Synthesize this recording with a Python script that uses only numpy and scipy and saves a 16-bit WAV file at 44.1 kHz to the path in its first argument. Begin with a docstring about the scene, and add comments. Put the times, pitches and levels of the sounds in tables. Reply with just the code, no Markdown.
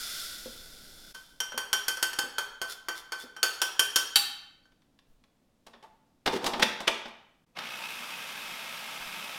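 """Sesame seeds hiss from a frying pan into the plastic bowl of a food processor: random grains ring pan and bowl.
A steel spoon taps the last seeds out of the pan, each tap a crack, a clank and a set of decaying modes.
The lid is picked up, set on the bowl and twisted until it locks: noise bursts, hollow notes and gritty judders.
Then the motor starts with a hard knock and the blade whirls the seeds: grains pulsing once a turn over a drone.
Kitchen reverberation, a quiet room tone, a low rumble and soft distant steps surround it all."""
import sys
import numpy as np
from scipy import signal
from scipy.fft import rfft, irfft, next_fast_len
from scipy.io import wavfile
from scipy.ndimage import uniform_filter1d

SR = 44100
rng = np.random.default_rng(int(sys.argv[2]) if len(sys.argv) > 2 else 0)


def wav_record(signal):
    """Record a signal, one row per channel, as 16-bit PCM in the file named by sys.argv[1]."""
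    frames = np.transpose(np.atleast_2d(signal))
    bounded = np.clip(frames, -1, 1)
    # unit amplitude maps onto the largest positive 16-bit level
    quanta = np.round(bounded * 32767).astype(np.int16)
    wavfile.write(sys.argv[1], SR, quanta)


N = 413644
TIME = np.arange(N) / SR

# Colour of the lid's hard plastic shell. Each row: frequency in Hz, relative density in dB per Hz.
LID_SHELL_COLOUR = [(200, -33), (700, -5), (1050, 6), (1400, -0.5), (1700, 4), (2100, 2), (2700, 1),
                    (3100, 2.5), (3550, 5), (4200, -4), (5500, -4), (8000, -41), (16000, -46)]
# Colour of the lid's bright, gritty contacts. Each row: frequency in Hz, relative density in dB per Hz.
LID_GRIT_COLOUR = [(1500, -11), (4000, 4.5), (7000, -2), (10000, -7), (15500, -15), (17000, -32)]


def from_db(db):
    """Decibels to gain."""
    return 10 ** (np.asarray(db) / 20)


def rms_one(x):
    """Scale to unit rms."""
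    return x / np.sqrt(np.mean(x ** 2) + 1e-20)


def since(s):
    """Seconds elapsed since time s; zero before it."""
    return np.maximum(TIME - s, 0)


def at_hz(points, hz):
    """Read a table on a log-frequency axis."""
    freqs, values = np.transpose(points)
    return np.interp(np.log(hz + 1), np.log(freqs), values)


def coloured(x, spectrum):
    """Filter an excitation to a spectrum; rms 1."""
    size = next_fast_len(N)
    hz = np.fft.rfftfreq(size, 1 / SR)
    shaped = rfft(x, size) * from_db(at_hz(spectrum, hz))
    return rms_one(irfft(shaped, size)[:N])


def noise(spectrum):
    """Steady noise of a given colour; rms 1."""
    return coloured(rng.standard_normal(N), spectrum)


def grains(per_s, spread_db):
    """Random impacts of uneven size and either sign; rms 1."""
    unevenness = np.minimum(rng.exponential(1, N), 5)
    sizes = from_db(spread_db * unevenness) * rng.choice([-1, 1], N)
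    return rms_one(sizes * (rng.random(N) < per_s / SR))


def resonate(x, resonances):
    """Parallel two-pole resonances, each at its own level; rms 1."""
    out = 0
    for hz, width, db in resonances:
        r = np.exp(-np.pi * width / SR)  # pole radius
        poles = [1, -2 * r * np.cos(2 * np.pi * hz / SR), r * r]
        out = out + from_db(db) * rms_one(signal.lfilter([1, 0, -1], poles, x))
    return rms_one(out)


def add(track, s, sound):
    """Mix a sound into a track from time s on."""
    start = max(round(s * SR), 0)
    track[start:start + len(sound)] += sound[:max(N - start, 0)]


def blows(rows):
    """Envelope of contacts (s, dB, swell s, t60 s): each swells, then dies away; their powers add."""
    power = np.zeros(N)
    t = TIME[:SR // 2] - TIME[SR // 20]  # from 50 ms before the peak
    for s, db, swell, t60 in rows:
        rise = np.exp(-.5 * (np.minimum(t, 0) / swell) ** 2)
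        decay = from_db(db - 60 * np.maximum(t, 0) / t60)
        add(power, s + t[0], (rise * decay) ** 2)
    return np.sqrt(power)


def ring(modes, strengths_db, sustain=1):
    """Free decay of modes struck with the given strengths; sustain scales every t60."""
    hz, db, t60 = np.transpose(modes)[:, :, None]
    t = TIME[:SR * 2 // 3]
    height = rng.choice([-1, 1], hz.shape) * from_db(db + np.reshape(strengths_db, (-1, 1)))
    decay = np.exp(-np.log(1000) * t / (t60 * sustain))
    return np.sum(height * decay * np.sin(2 * np.pi * hz * t), axis=0)


def background(tone_db):
    """Quiet room air over a low rumble of changing level, and soft distant steps through the floor."""
    # Colour of the room air. Each row: frequency in Hz, relative density in dB per Hz.
    air_colour = [(15, -23.5), (25, -6.5), (72, -12), (270, -7.5), (416, -18.5), (476, -16), (1160, -25),
                  (2160, -30.5), (3620, -30), (14400, -40), (16000, -43)]
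    # Colour of the low rumble. Each row: frequency in Hz, relative density in dB per Hz.
    rumble_colour = [(20, 4), (45, -3.5), (80, -15), (170, -13.5), (300, -13.5), (700, -19.5), (2000, -47)]
    # Loudness of the rumble. Each row: time in seconds, level in dB.
    rumble_level = [(1.1, -55), (1.2, -65.5), (4.9, -78), (9.38, -79.5)]
    # Distant steps. Each row: peak in seconds, level in dB.
    step_times = [(5.12, -58), (8.46, -65), (9.049, -58)]
    # Colour of the floor. Each row: frequency in Hz, relative density in dB per Hz.
    step_colour = [(20, 4), (36, 9), (48, -9), (70, -29), (200, -44)]
    rumble_db = np.interp(TIME, *np.transpose(rumble_level))
    steps = blows([(s, db, .05, .4) for s, db in step_times]) * noise(step_colour)
    return from_db(tone_db) * noise(air_colour) + from_db(rumble_db) * noise(rumble_colour) + steps


def seeds(hiss_db, ring_db, patter_db, patter_ring_db):
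    """Seeds stream into the bowl, ever sparser and softer; four brief showers of loose seeds follow."""
    # Hiss of the seeds. Each row: frequency in Hz, relative density in dB per Hz.
    hiss_colour = [(120, -36.5), (200, -27.5), (659, -16), (1020, -38), (1500, -3.5), (1810, -21),
                   (1940, -9.5), (2610, -15), (3620, -4), (3970, -7), (5230, -3.5), (6400, -12),
                   (12800, -12.5), (16000, -22)]
    # Pan and bowl under the seeds. Each row: frequency in Hz, width in Hz, relative level in dB.
    pour_resonances = [(1406, 65, 6), (1485, 50, -7), (3484, 32, 8.5), (4300, 110, -4), (5200, 96, -10),
                       (6900, 100, -2.5), (9000, 110, -4), (10600, 130, -9)]
    # Seeds shaken loose by the taps. Each row: centre in seconds, relative level in dB.
    showers_freed = [(2.715, -39.5), (2.98, -46), (3.215, -46), (3.55, -50.5)]
    # The heap slides out and thins, leaving a trickle that then runs dry; slopes in dB per second.
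    heap_db, heap_hold_s, heap_fall = -37.5, .2, 34
    trickle_db, trickle_end_s, trickle_fall = -52.5, 1.145, 56.5
    shower_spread_s = 0.019
    heap = from_db(heap_db - heap_fall * since(heap_hold_s))
    trickle = from_db(trickle_db - trickle_fall * since(trickle_end_s))
    flow = np.hypot(heap, trickle)
    impacts = grains(2500 + 14000 * flow / flow.max(), spread_db=-1.0)
    hiss = from_db(hiss_db) * coloured(impacts, hiss_colour)
    stream = flow * (hiss + from_db(ring_db) * resonate(impacts, pour_resonances))
    # even out the changing grain density, so that flow alone sets the level
    stream = stream / np.sqrt(uniform_filter1d(impacts ** 2, size=SR // 10) + 1e-9)
    showers = sum(from_db(db) * np.exp(-.5 * ((TIME - s) / shower_spread_s) ** 2) for s, db in showers_freed)
    loose = grains(900, spread_db=2.0)
    patter = from_db(patter_db) * coloured(loose, hiss_colour)
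    patter = patter + from_db(patter_ring_db) * resonate(loose, pour_resonances)
    return stream + showers * patter


def bumps_ticks_and_blade_knock(bump_t60, tick_t60):
    """Dull bumps of the nudged bowl, light handling ticks, and one hard knock of the blade as the motor starts."""
    # Nudges of the bowl on its base. Each row: peak in seconds, relative level in dB.
    nudges = [(0.46, -38), (1.545, -42.5), (2.239, -39), (3.238, -45)]
    # Colour of the nudged bowl. Each row: frequency in Hz, relative density in dB per Hz.
    nudge_colour = [(60, -29.5), (185, -24), (240, 7.5), (320, -4), (370, -7), (500, 9), (650, -11),
                    (1200, -20), (5000, -37)]
    # Light handling ticks, and last the far louder knock of the blade as the motor starts.
    # Each row: peak in seconds, relative level in dB.
    ticks_and_knock = [(4.721, -66), (4.82, -65.5), (4.99, -58), (5.239, -60.5), (7.588, -32.5)]
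    bumps = blows([(s, db, .001, bump_t60) for s, db in nudges]) * noise(nudge_colour)
    contact_noise = noise(LID_SHELL_COLOUR) + 0.37 * noise(LID_GRIT_COLOUR)
    contacts = blows([(s, db, .0005, tick_t60) for s, db in ticks_and_knock]) * contact_noise
    return bumps + contacts


def spoon(taps, modes, shell, ring_db, treble_ring_db, sustain, body_db, crack_db, body_t60, crack_t60):
    """Steel on the pan: a crack, a short clank, and modes whose strengths depend on the spot struck."""
    # Crack of the contact. Each row: frequency in Hz, relative density in dB per Hz.
    crack_colour = [(1000, -22), (2400, 0), (3200, 11.5), (3800, -3.5), (4500, 2.5), (6200, -2.5),
                    (8000, -0.5), (12000, 0.5), (15500, -7), (17000, -20.5)]
    # Near the lip some modes are struck near their nodes, others near their bellies.
    # Each row: frequency in Hz, change in dB at the lip.
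    lip_colour = [(1530, -0.5), (3120, -4), (4500, 5), (5190, 1.5), (5700, -7.5), (6500, 2.5), (8000, -0.5)]
    # each dB of strength above a firm tap adds this many extra dB; below it, takes them away
    firm_tap_db, clank_growth, crack_growth = -27, 0.13, 0.33
    crack_octaves = 2.2  # height of the crack above the lowest mode
    mode_scatter_db = 3.5  # from tap to tap, at the highest mode
    rings, clanks, cracks = np.zeros(N), [], []
    mode_hz = np.array(modes)[:, 0]
    octaves = np.log2(mode_hz / mode_hz[0])
    height = octaves / octaves[-1]
    for s, db, brightness, spot in taps:
        scatter_db = mode_scatter_db * height * rng.standard_normal(len(modes))
        spot_db = spot * at_hz(lip_colour, mode_hz) + scatter_db
        tone_db = brightness * octaves + treble_ring_db * height
        add(rings, s, ring(modes, db + ring_db + tone_db + spot_db, sustain))
        force_db = db - firm_tap_db
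        clanks.append((s, db + body_db + clank_growth * force_db, .0002, body_t60))
        sharpness_db = crack_growth * force_db + crack_octaves * brightness
        cracks.append((s, db + crack_db + sharpness_db, .0002, crack_t60))
    return rings, blows(clanks) * noise(shell) + blows(cracks) * noise(crack_colour)


def pan_taps():
    """The spoon taps the pan, exciting its modes and a dense short-lived body."""
    # Each row: start in seconds, relative strength in dB, brightness in dB per octave,
    # spot struck from -1 high up to 1 near the lip.
    taps = [(1.147, -42.5, -1.5, -.1), (1.403, -33, 0.5, -0.89), (1.521, -38.5, -6, -0.76),
            (1.577, -30.5, 0.16, -0.16), (1.730, -26.5, 0.5, -0.64), (1.882, -29, 1, -0.065),
            (1.971, -37.5, -1.5, -0.73), (2.027, -27.5, 1.3, 0), (2.132, -40, .8, 0.22),
            (2.188, -28.5, .3, 0.69), (2.383, -28.5, -1.5, 0.19), (2.616, -30, -2.4, 0.44),
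            (2.885, -30, -2.4, 0.38), (3.121, -31, -3.2, 1), (3.365, -40.5, -4, -0.38),
            (3.430, -25, 0.87, 0.95), (3.617, -27.5, 1.44, -.2), (3.794, -25.5, 1.9, -0.48),
            (3.959, -25.5, 2.4, -0.07), (4.655, -63.5, -4, .5)]
    # Ring of spoon and pan. Each row: frequency in Hz, relative level in dB, t60 in seconds before sustain.
    modes = [(1482, -10, .15), (1529, -2, .6), (1565, -9, .2), (3117, 0.5, .42), (3131, -6, .3),
             (3181, -7, .2), (3299, -14, .25), (4443, -4, .22), (4562, -3, .24), (5187, -2, .18),
             (5702, 0, .19), (6496, -4, .3), (6862, -10, .3), (7227, -13, .22), (8021, -11, .22),
             (8278, -9, .22), (9259, -15, .3), (9396, -10, .18), (9623, -10, .18), (9771, -10, .18),
             (11385, -11, .16), (14277, -10, .14)]
    # Dense short-lived modes of the pan. Each row: frequency in Hz, relative density in dB per Hz.
    body = [(40, -20.5), (90, -26.5), (200, -23.5), (290, -9), (385, -0.5), (490, 0.5), (700, -3.5),
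            (880, 3), (1100, 2), (1500, 4.5), (1900, -2.5), (3100, -12.5), (4000, -14.5), (8000, -32.5)]
    return spoon(taps, modes, body, ring_db=1.63, treble_ring_db=-6.5, sustain=0.41,
                 body_db=-2.5, crack_db=2.5, body_t60=0.14, crack_t60=0.06)


def rim_tap():
    """The spoon strikes the rim of the pan, which rings with its own modes."""
    # Each row: start in seconds, relative strength in dB, brightness in dB per octave,
    # spot struck from -1 high up to 1 near the lip.
    taps = [(4.158, -18.5, 0, .1)]
    # Ring of the rim. Each row: frequency in Hz, relative level in dB, t60 in seconds before sustain.
    modes = [(818, -16, .8), (1470, -10, .2), (3009, -6, .22), (3108, 0, .7), (3165, -4, .42),
             (3227, -4, .16), (3311, -13, .45), (3894, 3, .33), (4205, -10, .25), (4440, 3, .17),
             (4565, 3, .22), (5701, -9, .26), (7547, -10, .3), (7790, -14, .3), (8372, -14, .25),
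             (11157, -11, .15)]
    # Dense short-lived modes of the rim. Each row: frequency in Hz, relative density in dB per Hz.
    body = [(30, -2.5), (90, -16.5), (200, -15.5), (290, -9), (385, 6), (490, -10.5), (800, -1.5),
            (1050, 6), (1500, 9.5), (2200, 0.5), (2900, -0.5), (3700, 15), (4300, -9), (8000, -34)]
    return spoon(taps, modes, body, ring_db=-2.0, treble_ring_db=0, sustain=0.31,
                 body_db=-0.2, crack_db=1.0, body_t60=0.063, crack_t60=.075)


def lid(clack_db, thud_db, click_db, ring_db):
    """Plastic on plastic: a gritty click, a clack of the shell and the hollow note of the bowl."""
    # Lid on counter and bowl. Each row: peak in seconds, relative strength in dB,
    # click against that strength in dB, swell in seconds.
    knocks = [(5.668, -51, -2, 0.0017), (5.737, -50.5, -20, 0.0017), (5.828, -54.5, -6, .001),
              (6.263, -23, -3, 0.0018), (6.276, -20, -18, 0.00072), (6.444, -31.5, -2.5, 0.0011),
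              (6.466, -27, 1, 0.0031), (6.536, -28.5, -19, 0.00084), (6.597, -28.5, -6.5, .001),
              (6.631, -13, -8.5, 0.0051), (6.805, -37, -2.5, 0.0009), (6.881, -16, -10.5, 0.0039),
              (7.057, -40.5, -14.5, 0.0024), (7.082, -55, 1, .002)]
    # Colour of the dull thud. Each row: frequency in Hz, relative density in dB per Hz.
    thud_colour = [(30, -3), (80, -23.5), (140, -12), (220, 3.5), (290, -1), (380, 1.5), (480, 3), (650, 3),
                   (900, 1.5), (1300, -3), (4000, -52)]
    # Ring of lid and bowl. Each row: frequency in Hz, relative level in dB, t60 in seconds.
    hollow_modes = [(232, -8, .25), (268, -9, .2), (385, -8, .3), (470, -9, .35), (872, -5, .35),
                    (918, -6, .35)]
    # above loose_knock_db the hand presses the lid down:
    # each further dB shortens the knock and weakens its thud and ring by these dB
    loose_knock_db, press_shortens, press_deadens = -26, 0.58, 0.7
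    knock_t60_s, thud_lasts = 0.086, 2.15  # a loose knock; the thud lasts this many times longer
    s, db, grit_db, swell = np.transpose(knocks)
    press_db = np.maximum(db - loose_knock_db, 0)
    t60 = knock_t60_s * from_db(-press_shortens * press_db)
    hollow_db = db - press_deadens * press_db
    clack = blows(zip(s, db + clack_db, swell, t60))
    thud = blows(zip(s, hollow_db + thud_db, swell, thud_lasts * t60))
    click = blows(zip(s, db + grit_db + click_db, swell, t60))
    out = clack * noise(LID_SHELL_COLOUR) + thud * noise(thud_colour)
    out = out + click * coloured(grains(6000, spread_db=3.5), LID_GRIT_COLOUR)
    for start, strength_db in zip(s, hollow_db):
        scatter_db = rng.normal(0, 0.67, len(hollow_modes))
        add(out, start, ring(hollow_modes, strength_db + ring_db + scatter_db))
    return out


def feed_tube():
    """The air column of the lid's feed tube sounds as the lid is lifted: noise through two resonances."""
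    # Each row: peak in seconds, level in dB, swell in seconds, t60 in seconds.
    tube_knocks = [(5.843, -46.5, 0.0058, 0.16), (5.935, -64, .01, 0.15)]
    # Each row: frequency in Hz, width in Hz, relative level in dB.
    tube_resonances = [(859, 17, -1.5), (747, 78, -9.5)]
    return blows(tube_knocks) * resonate(rng.standard_normal(N), tube_resonances)


def sliding_lid(rub_db, grit_db):
    """The lid slips round the rim in judders: low resonances of the bowl under a gritty rub."""
    # Each row: peak in seconds, level in dB, swell in seconds, t60 in seconds.
    judders = [(6.283, -34, 0.0063, 0.05), (6.335, -30.5, 0.008, .15), (6.366, -30, 0.016, 0.074),
               (6.442, -33, 0.011, .08), (6.582, -39, .003, .1)]
    # Each row: frequency in Hz, width in Hz, relative level in dB.
    judder_resonances = [(384, 18, 0), (470, 30, -9), (270, 60, -4), (880, 60, -7)]
    slips = grains(6000, spread_db=7.0)
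    rub = from_db(rub_db) * coloured(slips, LID_SHELL_COLOUR)
    grit = from_db(grit_db) * coloured(slips, LID_GRIT_COLOUR)
    return blows(judders) * (resonate(rng.standard_normal(N), judder_resonances) + rub + grit)


def processor(wall_db, ring_db, note_db, hiss_db, housing_db, uneven_db):
    """Once a turn the blade flings a spray of seeds at the wall; the bowl rings and the housing drones."""
    # Seeds on the wall. Each row: frequency in Hz, relative density in dB per Hz.
    wall_colour = [(500, -49), (1200, -0.5), (1900, -2), (2400, 3), (3000, 1.5), (3700, 0), (4200, -6),
                   (5800, -10), (7500, -26.5), (16000, -45)]
    # Seeds in the air. Each row: frequency in Hz, relative density in dB per Hz.
    fine_colour = [(2500, -24), (5000, 5.5), (6200, 0.5), (7500, 0.5), (10000, 0), (13000, 0),
                   (15700, -7.5), (16500, -30)]
    # Drone of the housing. 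Each row: frequency in Hz, relative density in dB per Hz.
    housing_colour = [(50, -38), (95, -22), (130, -4.5), (185, 1.5), (240, 2.5), (330, -6.5), (480, -1),
                      (650, 2), (950, 4.5), (1400, -1.5), (2200, -15), (5000, -40)]
    # Ring of the bowl. Each row: frequency in Hz, width in Hz, relative level in dB.
    bowl_resonances = [(904, 13, 2.5), (1310, 29, -6), (1280, 32, 1), (1618, 56, 3), (2156, 30, 3.5),
                       (3570, 80, -25)]
    # Main note of the bowl. Each row: frequency in Hz, width in Hz, relative level in dB.
    main_note = [(2557, 60, 7), (2520, 40, -17)]
    blade_hz = 59.8
    # the motor comes up to speed at once and then grinds at a steady level
    at_speed_s, run_up_db_per_s, grind_db = 7.569, 1501, -42.5
    surge_db, surge_s = 7.5, 0.059  # the housing drones louder under the starting load
    fine_lack_db, fine_grows_s = 11.5, 0.1  # the fine hiss grows as the seeds take to the air
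    # the blade's beat is deep while the seeds still lie in a heap, then evens out
    heap_beat_db, even_beat_db, heap_spreads_s = 1.5, 1.5, 0.27
    # as the seeds climb the wall, the main note of the bowl swells once and the beat deepens
    climb_s, climb_spread_s, climb_db, climb_beat_db = 7.89, 0.11, 9, 1

    running_s = since(at_speed_s)
    level_db = grind_db - run_up_db_per_s * np.clip(at_speed_s - TIME, 0, 1)
    fine_db = -fine_lack_db * np.exp(-running_s / fine_grows_s)
    motor_db = surge_db * np.exp(-running_s / surge_s)
    climb = np.exp(-.5 * ((TIME - climb_s) / climb_spread_s) ** 2)
    depth_db = even_beat_db + heap_beat_db * np.exp(-running_s / heap_spreads_s) + climb_beat_db * climb
    turns = blade_hz * (TIME - 7.573)
    # each turn catches more or fewer seeds
    load_db = np.interp(TIME * blade_hz, np.arange(SR // 10), rng.standard_normal(SR // 10))
    spray = from_db(depth_db * np.cos(2 * np.pi * turns) + uneven_db * load_db)
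    spray = spray / np.sqrt(uniform_filter1d(spray ** 2, size=SR // 10))  # steady over 0.1 s
    impacts = spray * grains(11000, spread_db=1.5)
    softer_beat = np.sqrt(spray)
    wall = from_db(wall_db) * coloured(impacts, wall_colour)
    bowl = from_db(ring_db) * resonate(impacts, bowl_resonances)
    note = from_db(note_db + climb_db * climb) * resonate(impacts, main_note)
    airborne = softer_beat * grains(22000, spread_db=2.5)
    hiss = from_db(hiss_db + fine_db) * coloured(airborne, fine_colour)
    drone = coloured(softer_beat * rng.standard_normal(N), housing_colour)
    housing = from_db(housing_db + motor_db) * drone
    return from_db(level_db) * (wall + bowl + note + hiss + housing)


def kitchen(x, build_s):
    """Diffuse reflections that build up quickly and decay at a different rate in each band; unit energy."""
    # Reverberation of the kitchen. Each row: frequency in Hz, t60 in seconds.
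    room_t60 = [(100, 0.64), (400, 0.49), (900, 0.74), (2700, 0.68), (5400, 0.51), (8000, 0.55),
                (11000, 0.094), (16000, 0.53)]
    t, edges = TIME[:SR], np.geomspace(40, 18000, 14)
    white, response = rng.standard_normal((2, SR)), 0
    for k, (low, high) in enumerate(zip(edges, edges[1:])):
        sos = signal.butter(2, [low, high], "band", fs=SR, output="sos")
        band = signal.sosfilt(sos, white[k % 2])  # neighbouring bands use different noise
        response = response + band * np.exp(-np.log(1000) * t / at_hz(room_t60, np.sqrt(low * high)))
    response = response * (1 - np.exp(-t / build_s))
    return signal.fftconvolve(x, response / np.sqrt(np.sum(response ** 2)))[:N]


def scene():
    """All sources on the counter, each with its share of the room."""
    steady = seeds(hiss_db=-2.0, ring_db=-11.5, patter_db=-1.0, patter_ring_db=-6.5)
    steady = steady + processor(wall_db=-0.7, ring_db=-11.0, note_db=-15.0, hiss_db=-8.0,
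                                housing_db=-8.0, uneven_db=0.9)
    pan_ring, pan_hit = pan_taps()
    rim_ring, rim_hit = rim_tap()
    metal = pan_ring + rim_ring + pan_hit + rim_hit
    plastic = bumps_ticks_and_blade_knock(bump_t60=0.13, tick_t60=0.047) + feed_tube()
    plastic = plastic + lid(clack_db=-1.36, thud_db=-2.0, click_db=-2.5, ring_db=-9.5)
    plastic = plastic + sliding_lid(rub_db=-12, grit_db=-16)
    sent = from_db(-7) * metal + from_db(-8.5) * plastic + from_db(-10.0) * steady
    mix = metal + plastic + steady + kitchen(sent, build_s=0.0066) + background(tone_db=-70.5)
    return mix[None]


def record(dry):
    """The loudest peaks are rounded, the level dips briefly twice, the top is cut."""
    # Brief dips of the level: a plain list of centres in seconds.
    dip_times = [1.135, 7.456]
    overload = .45  # ceiling the rounded peaks approach, full scale 1
    stopband_hz = 17100  # at least 60 dB down from here
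    rounded = dry / (1 + (dry / overload) ** 4) ** .25
    dips = 1 - .9 * sum(np.exp(-((TIME - s) / .009) ** 4) for s in dip_times)
    low_pass = signal.cheby2(16, 60, stopband_hz, fs=SR, output="sos")
    return signal.sosfilt(low_pass, rounded * dips)


dry = scene()
out = record(dry)
wav_record(out)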